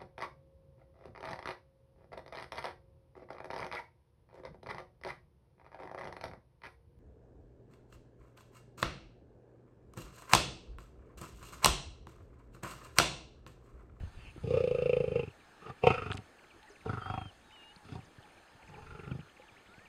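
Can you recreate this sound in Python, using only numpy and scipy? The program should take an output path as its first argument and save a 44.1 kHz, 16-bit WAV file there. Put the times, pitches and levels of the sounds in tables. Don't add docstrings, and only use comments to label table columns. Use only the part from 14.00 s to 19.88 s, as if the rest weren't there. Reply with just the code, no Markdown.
import sys
import numpy as np
from scipy import signal
from scipy.io import wavfile
from scipy.ndimage import uniform_filter1d

SR = 44100
rng = np.random.default_rng(int(sys.argv[2]) if len(sys.argv) > 2 else 0)


def generate_wav(sig):
    pcm = np.round(np.clip(np.atleast_2d(sig).T, -1, 1) * 32767).astype(np.int16)
    wavfile.write(sys.argv[1], SR, pcm)


N = 259308

# (pitch_hz, width_hz, relative level_db)
PALATE_RINGS = [(2480, 100, -1), (2700, 100, 0), (3080, 150, -10), (2200, 200, -12)]


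def amp(db):
    return 10 ** (np.asarray(db) / 20)


def evened(x):
    return x / np.sqrt(np.mean(x ** 2) + 1e-20)


def add(mix, start_s, sound):
    part = mix[round(start_s * SR):][:len(sound)]
    part += sound[:len(part)]


def curves(rows, t):
    times, *columns = np.transpose(rows)
    return [np.interp(t, times, column) for column in columns]


def bouts(rows, t, slope_db_per_s, rest_db):
    start, end, db = np.transpose(rows)[:, :, None]
    time_outside = np.maximum(np.maximum(start - t, t - end), 0)
    return np.maximum((db - slope_db_per_s * time_outside).max(0), rest_db)


def resonate(x, hz, *widths):
    turn = np.exp(2j * np.pi * np.cumsum(hz * np.ones(x.shape[-1])) / SR)
    x = x / turn + 1e-18
    for keep in np.exp(-np.pi * np.abs(widths) / SR):
        x = signal.lfilter([1 - keep], [1, -keep], x)
    return 2 * (turn * x).real


def cavity(x, rings, hz=1, soften=6.4):
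    total = 0
    for k, (pitch, width, db) in enumerate(rings):
        ring = resonate(x, pitch * hz, width, soften * width, 2 * soften * width)
        total = total + (-1) ** k * amp(db) * ring
    return total


def air():
    # (pitch_hz, relative level_db)
    colour = [(15, -36.5), (25, -5.5), (104, -7), (204, -6.5), (339, -4.5), (469, -6.5), (581, -7.5),
              (894, -6), (1140, -7.5), (1750, -7), (1950, -14), (2290, -12.5), (5560, -23), (8790, -29),
              (15500, -40.5)]
    frames, hz = N // 256 + 5, np.fft.rfftfreq(1024, 1 / SR)
    real, imaginary, patches = rng.standard_normal((frames, 513, 3)).T
    patches = uniform_filter1d(patches, 12, 0)
    patches = evened(uniform_filter1d(patches, 10, 1))
    colour_hz, colour_db = np.transpose(colour)
    level_db = np.interp(np.log(hz + 1), np.log(colour_hz + 1), colour_db)[:, None]
    spectrum = (real + 1j * imaginary) * amp(level_db + 1.8 * patches)
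    rustle = signal.istft(spectrum, nperseg=1024, noverlap=768)[1][:N]
    return amp(-60.5) * evened(rustle)


def insects():
    # (pitch_hz, width_hz, level_db)
    steady = [(1778, 49, -77.5), (4240, 44, -84), (6310, 114, -85.5), (6540, 200, -85.5),
              (7140, 86.5, -88.5), (8510, 370, -87)]
    # (start_s, end_s, level_db)
    buzz = [(.26, 1.1, -80.5), (1.9, 2.25, -82.5), (2.7, 3.25, -80), (3.7, 3.98, -80.5),
            (4.28, 4.42, -81.5), (4.75, 5.1, -84)]
    hiss = rng.standard_normal(N)
    level_db = bouts(buzz, np.arange(N) / SR, slope_db_per_s=51.5, rest_db=-97)
    total = amp(level_db) * evened(resonate(hiss, 9085, 180, 180))
    for hz, width, db in steady:
        total = total + amp(db) * evened(resonate(hiss, hz, width, width))
    return total


def slur(start_s, db, from_hz, to_hz, length_s, bend=1.254):
    u = np.arange(0, length_s, 1 / SR) / length_s
    hz = to_hz + (from_hz - to_hz) * (1 - u) ** bend
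    swell = np.sin(np.pi * u) ** 0.48
    return start_s, amp(db) * np.sin(2 * np.pi * np.cumsum(hz) / SR) * swell


def whistle(db, pitch, hoarse_hz=0, taper=0.17):
    t = np.arange(pitch[0][0], pitch[-1][0], 1 / SR)
    hz = curves(pitch, t)[0]
    tone = np.sin(2 * np.pi * np.cumsum(hz) / SR)
    if hoarse_hz:
        tone = resonate(rng.standard_normal(len(t)), hz, hoarse_hz, hoarse_hz)
    return t[0], amp(db) * evened(tone) * signal.windows.tukey(len(t), taper)


def birds():
    # (start_s, peak level_db)
    phrases = [(1.281, -62), (1.662, -62), (2.386, -56.5), (2.755, -55.5), (3.131, -68), (3.505, -56.5),
               (3.881, -61), (4.25, -61), (4.623, -55), (4.993, -53), (5.365, -56), (5.736, -56)]
    # (delay_s, from_hz, to_hz, length_s, level_db over the phrase, bend)
    notes = [(0, 2950, 1900, .014, 0, 1.2), (.051, 2900, 1850, .014, -1, 1.2),
             (.116, 3200, 2270, .024, 0, 2.3)]
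    # (start_s, peak level_db, from_hz, to_hz, length_s)
    slurs = [(1.201, -53, 3370, 2250, 0.025), (1.3, -59, 3180, 2400, 0.018),
             (2.671, -56, 2105, 1740, 0.025), (2.687, -64, 7700, 4700, 0.044),
             (3.385, -73, 7700, 4690, .03), (4.042, -65, 7940, 4630, 0.025), (4.3, -65, 2880, 2030, 0.015),
             (4.372, -71, 2900, 2230, 0.0099), (4.477, -62.5, 3130, 2230, .015),
             (4.675, -68.5, 7750, 4900, 0.034), (5.1, -61, 3040, 2750, 0.0063),
             (5.112, -56, 3260, 3120, 0.011), (5.19, -57, 1570, 3060, .012),
             (5.203, -56.5, 3380, 2270, 0.015), (5.283, -59, 1110, 2890, 0.0077),
             (5.294, -58.5, 3550, 2660, 0.0083), (5.558, -58.5, 1300, 2870, 0.026),
             (5.58, -63, 3700, 2270, .018), (5.657, -57.5, 1415, 2800, .012),
             (5.67, -62.5, 3500, 2800, 0.0093)]
    # (level_db, list of (time_s, pitch_hz))
    whistles = [ (-58.5, [(2.995, 3400), (3.024, 3120), (3.09, 3245), (3.156, 3277), (3.22, 3220),
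                (3.29, 3130), (3.308, 2774), (3.32, 2700)]), (-60, [(3.51, 2750), (3.534, 3070),
                (3.57, 2900), (3.604, 2820), (3.664, 2840), (3.698, 2856), (3.735, 3000)]),
                (-75, [(.54, 4000), (.61, 3500), (.7, 3820), (.78, 3700)]), (-74, [(3.425, 3900),
                (3.522, 3680), (3.674, 3850), (3.714, 3672), (3.74, 3700)]), (-71, [(3.0, 4620),
                (3.076, 4730), (3.14, 4600)]), (-74, [(3.16, 4200), (3.22, 4330)]), (-76, [(0, 3050),
                (.05, 2900)]), (-75, [(.18, 4740), (.23, 4650), (.28, 3900)]), (-64.5, [(5.68, 1263),
                (5.744, 1476), (5.77, 1481), (5.822, 1841), (5.865, 1850)]), ]
    # (start_s, length_s, pitch_hz, level_db)
    coos = [(2.61, .07, 846, -63.5), (3.4, 0.4, 864, -68), (3.79, 0.056, 850, -63),
            (4.2, 0.083, 850, -62.5), (4.58, .12, 886, -65.5), (5.38, .07, 838, -62.5)]
    mix = np.zeros(N)
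    for start, db in phrases:
        for delay, from_hz, to_hz, length, note_db, bend in notes:
            add(mix, *slur(start + delay, db + note_db, from_hz, to_hz, length, bend))
    for row in slurs:
        add(mix, *slur(*row))
    for row in whistles:
        add(mix, *whistle(*row))
    for start, length, hz, db in coos:
        pitch = [(start, hz), (start + length, hz)]
        add(mix, *whistle(db, pitch, hoarse_hz=76, taper=0.33))
    return mix


def thud(start_s, db, hz, t60_s):
    t = np.arange(4000) / SR
    rustle = evened(resonate(rng.standard_normal(4000), 600, 900, 900)) * amp(-60 * t / 0.0067)
    push = np.sin(2 * np.pi * hz * t) + .38 * rustle
    return start_s, amp(db - 60 * t / t60_s + 2.5) * push * np.minimum(t / .001, 1)


def snap(start_s, db, hz, width_hz, t60_s):
    t = np.arange(1500) / SR
    burst = rng.standard_normal(1500) * amp(-60 * t / t60_s) * np.minimum(t / 0.00018, 1)
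    burst = cavity(burst, [(hz, width_hz, 0)], soften=0.63)
    return start_s, amp(db) * burst / abs(burst).max()


def teeth_snaps():
    # (start_s, peak level_db before softening, centre pitch_hz, width_hz, t60_s to fall 60 dB)
    snaps = [(2.1164, -22, 2470, 3600, 0.0056), (2.1204, -25.5, 1550, 1500, 0.0043),
             (2.122, -41, 4000, 5000, 0.0087), (2.1268, -44.5, 8200, 2500, 0.0062),
             (2.1319, -34, 3420, 4000, 0.015), (2.138, -49, 7500, 4000, 0.0054),
             (2.1422, -45, 6500, 5000, 0.01), (2.152, -43, 5000, 6000, 0.0082),
             (2.1694, -41.5, 2670, 2500, 0.04), (2.1729, -33.5, 5850, 6100, 0.0026),
             (2.177, -36.5, 2670, 3500, 0.012), (2.629, -49.5, 3040, 3030, 0.018),
             (3.761, -47, 4440, 1590, .014), (4.227, -53, 3300, 1480, .012),
             (4.236, -52.5, 3100, 1220, 0.018)]
    mix = np.zeros(N)
    for row in snaps:
        add(mix, *snap(*row))
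    return signal.lfilter(*signal.butter(2, 12500, fs=SR), mix)


def breath_rumble():
    # (start_s, end_s, level_db)
    rumbles = [(0, .01, -42.5), (.1, 1.05, -52.5), (2.0, 2.03, -55), (3.05, 3.13, -50.5),
               (4.9, 4.95, -51.5)]
    lump_noise, hiss = rng.standard_normal((2, N))
    smooth = uniform_filter1d(uniform_filter1d(lump_noise, 1500), 1500)
    lumps = amp(4.2 * evened(smooth))
    rumble = evened(lumps * evened(resonate(hiss, 49, 84, 84)))
    level_db = bouts(rumbles, np.arange(N) / SR, slope_db_per_s=78.5, rest_db=-73)
    return amp(level_db) * rumble


def pant(start_s, peak_s, end_s):
    t = np.arange(start_s, end_s, 1 / SR)
    breath = cavity(rng.standard_normal(len(t)), PALATE_RINGS)
    swell_db = np.interp(t, [start_s, peak_s, end_s], [-19, 0, -15])
    return start_s, amp(-55 + swell_db) * evened(breath)


def growl(rows, flaps, posture):
    # (factor on the cavity's pitch, width_hz, relative level_db)
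    chest_rings = [(0.97, 33.3, 5), (2.2, 117.2, -11.5)]
    throat_rings = [(1.018, 52, 7), (0.865, 64, -5), (1.13, 14, -8.5)]
    mouth_rings = [(0.9985, 48, 6), (1.229, 42, -1), (0.67, 43, -11.5), (1.42, 62, -4.5)]
    nose_rings = [(1.004, 142, 2.5), (0.723, 49, -10), (1.405, 210, -13.5)]
    # (pitch_hz, width_hz, relative level_db)
    belly_rings = [(95, 17, 4.5), (174.2, 24, -12), (318.8, 66, -0.5)]
    teeth_rings = [(3460, 370, 1), (4215, 392, -16), (4890, 760, -5.5), (6820, 1300, -17),
                   (7520, 1100, -16), (9700, 2300, -19)]
    onset_s, release_s = .02, .04
    start, end = rows[0][0] - onset_s, rows[-1][0] + release_s
    t = np.arange(start, end + 0.029, 1 / SR)

    turns = np.cumsum(curves(flaps, t)[0] * (t > flaps[0][0] + .0008)) / SR
    going = t < flaps[-1][0]
    slaps = np.diff(np.ceil(turns) * going, prepend=0) > 0
    rebounds = np.diff(np.floor(turns + .55) * going, prepend=0) > 0
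    hiss = rng.standard_normal(len(t))
    phase = turns % 1
    since = phase / 0.077
    spits = evened(since * np.exp(-since) * going * hiss)
    puffs = evened((0.56 + np.exp(-phase / 0.26)) * hiss)

    effort, jaw, upper, nasal, breathy = curves(rows, t)
    chest = effort + np.interp(t, [start, rows[0][0], rows[-1][0], end], [-26.5, 0, 0, -6])
    chest_hz, mouth_hz, nose_hz, palate, teeth = (
        np.interp(t, np.linspace(start, end, np.size(glide)), np.ravel(glide)) for glide in posture)
    throat_hz = 447 + 5 * np.clip(jaw, -9.5, 9.5)
    upper, nasal = chest + upper, nasal / 2
    fade = np.clip((end - t) / 0.031, 0, 1)

    # (rings, level_db, pitch_hz or factor 1, softening, extra breath, rebound, spit 0-1)
    cavities = [
        (belly_rings, chest - 7, 1, 9., -.2, .05, 0),
        (chest_rings, chest, chest_hz, 11., -.15, .1, 0),
        (throat_rings, chest + jaw, throat_hz, 2.6, -.25, .1, 0),
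        (mouth_rings, upper - nasal, mouth_hz, 5., -.12, .15, 0),
        (nose_rings, upper + nasal, nose_hz, 4., 0., .45, .2),
        (PALATE_RINGS, upper + palate, 1, 4., .3, .3, .8),
        (teeth_rings, upper + teeth, 1, 3., .45, .3, .95)]
    out = 0
    for rings, db, hz, soften, more, rebound, spit in cavities:
        breath_share = np.clip(breathy + more, .01, 1)
        uneven = amp(.8 * rng.standard_normal(len(t)))
        clicks = evened((slaps + rebound * rebounds) * uneven)
        pulses = np.sqrt(1 - spit) * clicks + np.sqrt(spit) * spits
        drive = np.sqrt(1 - breath_share) * pulses + np.sqrt(breath_share) * puffs
        plain, played = cavity(np.array([drive, drive * amp(db) * fade]), rings, hz, soften)
        out = out - played / np.sqrt(np.mean(plain ** 2))
    return t[0], out


def lion():
    # (start_s, peak_s, end_s)
    breath_times = (.12, .286, .33)
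    # (time_s, flaps_per_s)
    flap_rates = [
        [(0.4375, 29.02), (0.52, 31.51), (0.7, 27.1), (1.0, 27.61), (1.11, 25.04), (1.2, 27.58), (1.3, 18.2)],
        [(1.62, 24.33), (1.727, 28.87)],
        [(1.8348, 31.76), (1.9299, 26.41), (2.0249, 24.53), (2.1199, 23.71), (2.215, 22.79)],
        [(2.8585, 30.75), (2.9646, 22.91), (3.0707, 23.92), (3.1769, 27.5), (3.283, 21.73)],
        [(3.85, 27.52), (3.954, 31.34), (4.058, 17.1)],
        [(4.693, 23.88), (4.8062, 23.67), (4.9194, 23.38), (5.0326, 23.76), (5.1458, 26.85), (5.259, 22.71)],
    ]
    # (time_s, effort level_db, throat over chest_db, upper cavities over chest_db,
    # nose over mouth_db, breathiness 0-1)
    efforts = [
        [(.438, -39, -4, -31.5, -12, 0.73), (.504, -37.5, 5, -20.5, 6, 0.55),
         (.568, -37.5, 9.5, -17.5, 20.5, 0.77), (.66, -39.5, 8, -19.5, -4, .25),
         (.782, -42, 10, -17.5, 6.5, 0.4), (.95, -39, 11.5, -16, -3, .15),
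         (1.076, -40.5, 5.5, -21.5, -3.5, 0.46), (1.12, -41, 7.5, -22, -6, 0.43),
         (1.165, -35.5, 6.5, -19.5, -11, 0.41), (1.2, -39.5, 4, -17.5, -13, 0.3),
         (1.24, -43.5, -1.5, -19, -5, 0.3), (1.31, -47.5, -12.5, -30, -10, .14)],
        [(1.62, -64, -2, -1, 11, 1), (1.66, -53, 1.5, -3, 10, 1), (1.697, -44.5, -2, -1.5, 4, 0.98),
         (1.74, -71, 5, -8, -5, 0.6)],
        [(1.835, -35, 5.5, -13, -25.5, 0.42), (1.867, -31, 10, -3.5, -14, 0.22),
         (1.905, -30, -4.5, -6, -2, 0.57), (1.939, -47, 7, 6, 4, 1), (2.017, -47.5, 0.5, -2.5, 12.5, 0.76),
         (2.1, -42.5, -6, -7, 1, 0.57), (2.185, -45, -15, -15.5, -3.5, 0.88), (2.23, -61, -18, -18, 2, 0.8)],
        [(2.858, -41.5, 0, -11.5, -10, 0.52), (2.895, -36.5, -7.5, -9, 2.5, 0.65),
         (2.95, -40, -9, -6.5, 8.5, 0.56), (3.014, -56, -3, 3, 11, 0.8), (3.098, -42.5, -12.5, -1, -2, 0.46),
         (3.175, -42.5, -20, -3.5, -10, 0.24), (3.253, -49, -30, -11.5, 4, 0.5), (3.3, -59, -37, -43, 1, .17)],
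        [(3.85, -60.5, -10, -9.5, 4, .7), (3.919, -44.5, -8.5, -15.5, -2, 0.8),
         (3.952, -44.5, -8, -15, -23.5, 0.53), (3.986, -48, -18, -23.5, -24, .6), (4.05, -71, -2, -28, 0, 0.7)],
        [(4.693, -52, -12.5, -15, -12, 0.87), (4.78, -58, -0.5, -5, -16, 1), (4.866, -59, -4, -0.5, 3, 0.9),
         (4.97, -52, 0.5, -8, 4, 0.62), (5.04, -51, -6.5, -10, 10, .65), (5.113, -38, -17, -23.5, 9, 0.53),
         (5.189, -42, -24, -34, -16, 0.4), (5.25, -73, -9, -24, 0, .09)],
    ]
    # (chest pitch_hz, mouth pitch_hz, nose pitch_hz,
    # palate over upper cavities_db, teeth over upper cavities_db)
    postures = [((123, 150, 121), 835, (1187, 1334), (5.5, 8.3, 6.7), (2.2, -7, -10.5)), ((190, 144, 140),
                800, (1190, 1250), (-1, -18), (-11, -20)), ((148, 102, 100), 751, (1306, 1310),
                (3.2, -1, -9), (-14, -13, -16)), ((127, 102, 92), 760, (1340, 1320), (-20, -17.5, 1),
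                (-13.5, -21, -38)), ((87, 128, 110), 770, (1290, 1470), (-1, -12), (0, -6)),
                ((147, 140, 151), 845, (1365, 1340), (-5.5, -5), (-13, -13))]
    # (start_s, level_db before a 2.5 dB lift, pitch_hz,
    # t60_s to fall 60 dB)
    thuds = [(0.013, -60, 91.5, 0.09), (0.034, -32, 93, 0.073), (0.079, -48, 51.1, 0.036),
             (0.189, -43.5, 118, 0.045), (0.24, -37.5, 51.1, 0.062), (0.269, -40, 63, 0.025),
             (0.362, -43, 326, 0.06), (0.378, -30, 110, 0.016), (2.701, -53, 407, 0.16),
             (3.765, -52, 181, 0.066), (4.183, -41, 112, 0.037), (4.549, -49, 121, 0.034),
             (5.397, -48, 518, 0.063), (5.519, -55.5, 115, 0.057), (5.689, -53, 207, 0.038),
             (5.781, -34, 109, 0.0092)]
    mix = np.zeros(N)
    add(mix, *pant(*breath_times))
    for parts in zip(efforts, flap_rates, postures):
        add(mix, *growl(*parts))
    for row in thuds:
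        add(mix, *thud(*row))
    mix = signal.lfilter(*signal.butter(3, 9070, fs=SR), mix)
    return signal.lfilter(*signal.butter(3, 64.6, "high", fs=SR), mix)


def scene():
    return (air() + insects() + birds() + teeth_snaps() + breath_rumble() + lion())[None]


def record(dry):
    # (pitch_hz, width_hz, depth 0-1)
    dips = [(5680, 390, 0.85), (6960, 160, 1), (1010, 103, 0.46)]
    x = dry[0]
    for hz, width, depth in dips:
        x = x - depth * resonate(x, hz, width)
    low_pass = signal.firwin(511, 15650, window=("kaiser", 9), fs=SR)
    return signal.oaconvolve(x, low_pass, "same")[None]


dry = scene()
out = record(dry)
generate_wav(out)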